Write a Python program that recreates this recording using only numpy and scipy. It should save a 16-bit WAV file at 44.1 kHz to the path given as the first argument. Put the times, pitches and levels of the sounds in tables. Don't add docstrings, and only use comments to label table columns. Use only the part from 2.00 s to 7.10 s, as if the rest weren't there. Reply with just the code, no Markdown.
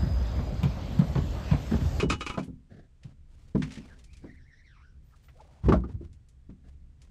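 import sys
import numpy as np
from scipy import signal
from scipy.fft import rfft, irfft
from scipy.io import wavfile

SR = 44100
rng = np.random.default_rng(int(sys.argv[2]) if len(sys.argv) > 2 else 0)


def bounce(signal):
    frames = np.transpose(np.atleast_2d(signal))
    limited = np.clip(frames, -1, 1)
    pcm = np.round(limited * 32767).astype(np.int16)
    wavfile.write(sys.argv[1], SR, pcm)


N = 225042
TIME = np.arange(N) / SR
RING = np.arange(SR // 2) / SR

# frequency_hz, relative_db
TACKLE_SPECTRUM = [(300, -27), (1200, -4.5), (2100, 8), (4000, 6), (7000, 5), (10000, -4), (13000, -23),
                   (16000, -55)]
# frequency_hz, relative_db
PANEL_SPECTRUM = [(40, -35.5), (70, 0), (170, 5), (380, 3.5), (700, -5.5), (1300, -7), (2000, -16.5),
                  (4000, -39.5), (16000, -51)]


def amp(db):
    return 10 ** (np.asarray(db) / 20)


def evened(x):
    return x / np.sqrt(np.mean(x ** 2) + 1e-20)


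def struck(x):
    return x / np.sqrt(np.sum(x ** 2) / (SR / 40) + 1e-20)


def read(points, hz):
    f, value = np.transpose(points)
    return np.interp(np.log(hz + 1), np.log(f + 1), value)


def add(mix, s, sound):
    part = mix[max(round(s * SR), 0):][:len(sound)]
    part += sound[:len(part)]


def colour(x, points, tilt_db=0):
    hz = abs(np.fft.fftfreq(4096, 1 / SR))
    tilt = tilt_db * np.log2(hz / 3000 + .1)
    log_gain = np.log(amp(read(points, hz) + tilt))
    taps = np.fft.ifft(np.exp(np.conj(signal.hilbert(log_gain)))).real
    return signal.oaconvolve(x, taps[:len(taps) // 2])[:len(x)]


def drift(per_s):
    knots = rng.standard_normal(N)
    return evened(np.interp(TIME * per_s, np.arange(N), knots))


def burst(t60, rise_s):
    rise = 1 - np.exp(-RING / rise_s)
    return rng.standard_normal(len(RING)) * amp(-60 * RING / t60) * rise


def ring(modes, spread_db, detune, weight_db=0):
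    hz, db, t60 = np.transpose(modes)
    size, shift, side = rng.standard_normal((3, len(hz)))
    level_db = db + weight_db + spread_db * size
    fade = amp(level_db[:, None] - 60 * RING / t60[:, None])
    mode_hz = hz * (1 + detune * shift)
    return np.sign(side) @ (fade * np.sin(2 * np.pi * mode_hz[:, None] * RING))


def stroke(start, length):
    skew = 0.67
    progress = np.clip((TIME - start) / length, 0, 1)
    return np.sin(np.pi * progress ** skew)


def whistle(hz, width_hz):
    turns = np.cumsum(hz * np.ones(N)) / SR
    low_pass = signal.butter(2, width_hz / 2, fs=SR, output="sos")
    fuzz = signal.sosfilt(low_pass, [1, 1j] @ rng.standard_normal((2, N)))
    return evened((fuzz * np.exp(2j * np.pi * turns)).real)


def background(rumble_db=-52, air_db=-77.5, sway_db=3.2):
    # frequency_hz, relative_db
    rumble_spectrum = [(12, -26.5), (22, 5.5), (45, -3.5), (68, 5), (97, -11), (130, -4.5), (170, -16),
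                       (270, -24.5), (480, -40), (1100, -74)]
    # frequency_hz, relative_db
    air_spectrum = [(100, -4.5), (400, 1.5), (800, -7), (2000, -9), (5000, -15.5), (8500, -17),
                    (11000, -30.5), (16000, -38.5)]
    hz = np.fft.rfftfreq(N, 1 / SR)
    murmur = irfft(rfft(rng.standard_normal(N)) * amp(read(rumble_spectrum, hz)), N)
    murmur = murmur * amp(sway_db * drift(7))
    hiss = colour(rng.standard_normal(N), air_spectrum)
    return amp(rumble_db) * evened(murmur) + amp(air_db) * evened(hiss)


def pole(clash_db=-3, chatter=0.11, scrape_db=-16, scrape_s=0.0043, wall_db=-4, wall_t60=0.1, wall_tilt_db=2):
    # start_s, level_db, treble_tilt_db_per_octave
    knocks = [(0.0, -30.5, -3.5), (0.023, -43, -1.5), (0.0998, -26.5, -2.5), (0.121, -31.5, -4.5),
              (0.2081, -34, -3.5), (0.2644, -34, -3), (0.297, -34, -5), (0.34, -41, -7.5),
              (0.388, -48, -1.5)]
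    # frequency_hz, relative_db, t60_s
    pole_modes = [(838.5, -12, 0.19), (990, -16, 0.24), (1246, 0, 0.085), (1320, -4.5, 0.14),
                  (2329, 1, 0.064), (2510, 2.5, 0.08), (2513, 1.5, 0.078), (2600, -5, 0.09),
                  (2932, 0, 0.17), (3469, -13, 0.09), (3830, -6.5, 0.1), (5010, -4.5, 0.065),
                  (6150, -24, 0.058), (7034, -14.5, .06)]
    # frequency_hz, relative_db
    clash_spectrum = [(100, 0.5), (400, 1.5), (700, -9), (1200, 3), (1900, -5), (2600, 1), (4000, -5.5),
                      (7000, -9), (10000, -22), (13000, -31), (16000, -52.5)]
    out = np.zeros(N)
    wall_hz = np.linspace(1000, 11000, num=90) + 45 * rng.standard_normal(90)
    wall_modes = [(hz, 0, wall_t60) for hz in wall_hz]
    wall = colour(ring(wall_modes, spread_db=2.0, detune=0), clash_spectrum, wall_tilt_db)
    for s, db, tilt_db in knocks:
        contact = chatter * burst(t60=0.053, rise_s=0.0015)
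        contact[0] += 1
        metal = struck(ring(pole_modes, spread_db=3.5, detune=0.0035)) + amp(wall_db) * struck(wall)
        ringing = signal.fftconvolve(contact, metal)[:len(RING)]
        clash = colour(burst(t60=0.11, rise_s=0.00069), clash_spectrum)
        knock = struck(ringing) + amp(clash_db) * struck(clash)
        add(out, s, amp(db) * struck(colour(knock, [(1, 0)], tilt_db)))
    scrape = np.zeros(N)
    for s, db, _ in knocks:
        scrape += amp(db + scrape_db) * np.exp(-np.minimum(abs(TIME - s) / scrape_s, 20))
    return out + colour(scrape * rng.standard_normal(N), TACKLE_SPECTRUM)


def thumps(boom_hz=105, panels_db=-4, note_db=6, note_octaves=0.33, build_up=6.5, own_db=-4, own_ring=0.3,
           lowest_hz=40):
    # start_s, level_db, panel_note_hz, hull_boom_db, grit_db (relative to the blow)
    blows = [(0.028, -23.5, 420, -3.5, -22.5), (0.033, -24, 175.5, -7, -45), (0.057, -24, 64, 7.5, -35.5),
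             (0.1, -32, 350, -7.5, -21), (0.3742, -31, 652, -34, -7), (0.376, -26.5, 173.4, -19.5, -25),
             (0.477, -37.5, 183.3, 2.5, -38), (0.481, -53.5, 450, -9, -31), (1.047, -39, 140, 7, -42),
             (1.55, -29.5, 430, 6.5, -16.5), (1.548, -21.5, 176.8, -7.5, -50), (1.553, -25.5, 250, -5, -32),
             (1.628, -30.5, 150, 7.5, -25.5), (1.773, -37.5, 226, 4.5, -40), (2.239, -40, 280, -4, -24),
             (3.635, -25, 90, 4, -27.5), (3.654, -17, 105.5, 9, -32.5), (3.685, -18.5, 391, -1, -16),
             (3.694, -20.5, 307, 4, -23.5), (3.7223, -23, 1147, -2.5, -8), (3.724, -20.5, 190, -3.5, -25),
             (3.741, -23, 629, 7.5, -23), (3.751, -20, 62.3, 14, -32.5), (3.837, -47.5, 1220, 1, -10.5),
             (3.842, -40.5, 364, 2, -24), (3.889, -50.5, 427, 6, -11), (3.938, -28.5, 91, 12.5, -44),
             (4.009, -42.5, 340, -4, -35), (4.492, -41.5, 200, 3.5, -30.5)]
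    # frequency_hz, relative_db, t60_s
    hull_modes = [(60, 3.5, 0.25), (99.3, -5.5, 0.37), (129.2, 1.5, 0.089), (150.8, 0.5, 0.3),
                  (185.2, 0, 0.3), (216.8, -8, 0.42), (256, -2.5, 0.49), (281.4, 0, 0.16), (335.7, 0, 0.2),
                  (420, -1.5, 0.084), (515, -5.5, 0.14), (557, -6.5, 0.14), (629, -0.5, 0.076),
                  (704, -9, 0.15), (830, -11.5, 0.11), (1037, -13, 0.087), (1222, -3, 0.1),
                  (1357, -3.5, 0.12), (1476, -8.5, 0.14)]
    # frequency_hz, t60_s
    panel_decay = [(60, 0.6), (200, 0.34), (500, 0.17), (1500, 0.17), (8000, 0.12)]
    # frequency_hz, relative_db
    grit_spectrum = [(200, -18.5), (900, 22.5), (2500, 1.5), (5500, -7.5), (8000, -18.5), (11000, -31.5),
                     (16000, -37.5)]
    contact_cycles = 0.11
    punch_db, punch_s = 4.5, 0.15

    def favour_db(hz, note_hz, boom_db):
        boom = boom_db / (1 + (hz / boom_hz) ** 6)
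        return boom + note_db * np.exp(-(np.log2(hz / note_hz) / note_octaves) ** 2)

    out = np.zeros(N)
    hull_hz, grid_hz = np.array(hull_modes)[:, 0], np.geomspace(30, 16000, num=100)
    for s, db, note_hz, boom_db, grit_db in blows:
        modes = ring(hull_modes, spread_db=1, detune=0.0052, weight_db=favour_db(hull_hz, note_hz, boom_db))
        hz, t, z = signal.stft(rng.standard_normal(len(RING)), SR, nperseg=256)
        decay = amp(-60 * t / read(panel_decay, hz)[:, None])
        dense = signal.istft(z * decay, SR)[1][:len(RING)]
        dense_db = read(PANEL_SPECTRUM, grid_hz) + favour_db(grid_hz, note_hz, boom_db)
        dense = colour(dense, np.c_[grid_hz, dense_db])

        contact_s = contact_cycles / note_hz
        soft_hz = np.clip(1 / (2 * np.pi * contact_s), 40, 8000)
        soft = signal.butter(2, soft_hz, fs=SR, output="sos")
        swell = 1 - np.exp(-RING / (build_up * contact_s))
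        punch = amp(punch_db * np.exp(-RING / punch_s))
        body = signal.sosfilt(soft, swell * punch * (struck(modes) + amp(panels_db) * struck(dense)))

        own_fade = amp(-60 * RING / (own_ring * read(panel_decay, note_hz)))
        own = signal.sosfilt(soft, own_fade * np.sin(2 * np.pi * note_hz * RING))
        grit = colour(burst(t60=0.087, rise_s=0.0019), grit_spectrum) * swell
        blow = struck(struck(body) + amp(own_db) * struck(own))
        add(out, s, amp(db) * (blow + amp(grit_db) * struck(grit)))
    return signal.sosfilt(signal.butter(2, lowest_hz, "highpass", fs=SR, output="sos"), out)


def clothes(snaps_per_s=500, snaps_db=-3, patchy_db=2.5):
    # start_s, length_s, level_db (before the arch), treble_tilt_db_per_octave
    rubs = [(0.152, 0.38, -60, -0.5), (1.013, 0.14, -59.5, -3.5), (1.258, 0.5, -69.5, -0.5),
            (1.567, 0.34, -52.5, -2.5), (1.823, 0.25, -61.5, -2.5), (1.962, 0.51, -74, 0.5),
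            (3.019, 0.59, -73, 0.5), (3.373, 0.53, -65.5, -2.5), (3.621, 0.2, -54, -2.5),
            (3.876, 0.089, -62, -3), (4.005, 0.082, -62.5, -2.5), (4.641, 0.12, -70.5, -1.5),
            (4.979, 0.23, -68.5, -2)]
    # frequency_hz, relative_db
    cloth_spectrum = [(200, 6), (1000, -3.5), (2800, -5), (6500, -9), (9000, -12), (12000, -24.5),
                      (16000, -23)]
    snaps = (rng.random(N) < snaps_per_s / SR) * rng.standard_normal(N)
    rub = evened(rng.standard_normal(N)) + amp(snaps_db) * evened(snaps)
    rub = rub * amp(patchy_db * drift(78))
    out = np.zeros(N)
    for start, length, db, tilt_db in rubs:
        out += amp(db) * stroke(start, length) * evened(colour(rub, cloth_spectrum, tilt_db))
    return out


def tackle(scatter_db=-4):
    # start_s, level_db, treble_tilt_db_per_octave
    clicks = [(0.43, -59, -5.5), (0.441, -66.5, 19), (1.0321, -62.5, -3), (1.62, -41, -11),
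              (1.629, -52.5, -2.5), (1.691, -63, -5), (1.706, -53.5, -8), (1.719, -53, -3),
              (1.737, -56.5, -2), (1.755, -53.5, -5), (1.777, -56, -6), (1.988, -65.5, -0.5),
              (2.04, -63.5, 3), (2.131, -63.5, -1.5), (2.168, -64, -0.5), (3.284, -61.5, -15.5),
              (3.406, -68, -5), (4.129, -70.5, 2), (4.286, -70.5, 6.5), (4.499, -74.5, -9), (5.017, -65, 2)]
    out = np.zeros(N)
    for s, db, tilt_db in clicks:
        direct = burst(t60=0.073, rise_s=0.00055)
        scattered = burst(t60=0.15, rise_s=0.0011)
        click = struck(direct) + amp(scatter_db) * struck(scattered)
        add(out, s, amp(db) * struck(colour(click, TACKLE_SPECTRUM, tilt_db)))
    return out


def shoes(squeak_db=-13, patchy_db=3.0):
    # start_s, length_s, relative_db
    scuffs = [(0.692, 0.14, -50), (0.821, 0.064, -58.5), (2.215, 0.12, -50.5), (4.635, 0.079, -58.5)]
    # frequency_hz, relative_db
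    sole_spectrum = [(300, -15), (700, 16.5), (1100, -13), (1650, 11), (2400, -10), (3800, -6),
                     (6000, -13.5), (16000, -38)]
    slips = rng.standard_normal(N) * amp(patchy_db * drift(83))
    deck = evened(colour(slips, PANEL_SPECTRUM, tilt_db=-15.0))
    sole = evened(colour(slips, sole_spectrum))
    drag = sum(amp(db) * stroke(start, length) for start, length, db in scuffs)
    return (deck + amp(squeak_db) * sole) * drag


def reel(waver=0.045, overtone_db=-7, flutter_db=4.0, whistle_db=-8):
    # time_s, pitch_hz, relative_db
    whirr = [(1.8, 2750, -61), (1.925, 1744, -60.5), (2.04, 1950, -73), (2.134, 2556, -62),
             (2.354, 1893, -62.5), (2.494, 1973, -59.5), (2.532, 1847, -56.5), (2.659, 2110, -59),
             (2.772, 1211, -55.5), (2.82, 1126, -56.5), (2.85, 1500, -58.5), (3.0, 1426, -81.5)]
    # frequency_hz, relative_db
    spool_spectrum = [(1100, -7.5), (1500, 4), (1950, 0), (2300, 2), (2900, -7), (4000, -6.5), (4700, -6),
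                      (5600, 0.5), (7000, -24)]
    s, hz, db = np.transpose(whirr)
    pitch = np.interp(TIME, s, hz) * (1 + waver * drift(40))
    line = np.zeros(N)
    for k in range(1, 6):
        gain = amp(overtone_db * np.log2(k) + flutter_db * drift(30))
        line += gain * whistle(k * pitch, width_hz=240 * k ** 1.4)
    level_db = whistle_db + np.interp(TIME, s, db, left=-np.inf, right=-np.inf)
    return colour(line, spool_spectrum) * amp(level_db)


def squeaks():
    # start_s, length_s, level_db (before the arch)
    squeak_times = [(3.032, 0.12, -82.5), (3.224, 0.096, -77)]
    envelope = sum(amp(db) * stroke(start, length) for start, length, db in squeak_times)
    return whistle(13700, width_hz=400) * envelope


def water(drops_per_s=700, cycles=6, glide=0.057, spread_octaves=0.73):
    # start_s, length_s, level_db (before the arch), middle_bubble_pitch_hz
    laps = [(3.105, 0.057, -67.5, 1480), (3.336, 0.14, -63, 480), (3.388, 0.044, -58.5, 867),
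            (3.416, 0.26, -67.5, 770)]
    fizz, pitches = [], np.geomspace(400, 1900, num=16)
    for hz in pitches:
        age = RING[:SR // 16] * hz / cycles
        rise = 1 + glide * np.minimum(age, 2) / 2
        bubble = np.sin(2 * np.pi * cycles * age * rise) * age * np.exp(-2 * age)
        births = (rng.random(N) < drops_per_s / len(pitches) / SR) * rng.standard_normal(N)
        fizz.append(signal.oaconvolve(births, bubble)[:N])
    out = np.zeros(N)
    for start, length, db, middle_hz in laps:
        share = np.exp(-(np.log2(pitches / middle_hz) / spread_octaves) ** 2)
        out += amp(db) * stroke(start, length) * evened(share @ np.array(fizz))
    return out


def scene():
    on_deck = pole() + thumps() + clothes() + tackle() + shoes() + reel()
    return (background() + on_deck + squeaks() + water())[None]


def record(dry, edge_hz=15650):
    low_pass = signal.firwin(511, edge_hz, window=("kaiser", 9), fs=SR)
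    return signal.oaconvolve(dry, low_pass[None], "same")


dry = scene()
out = record(dry)
bounce(out)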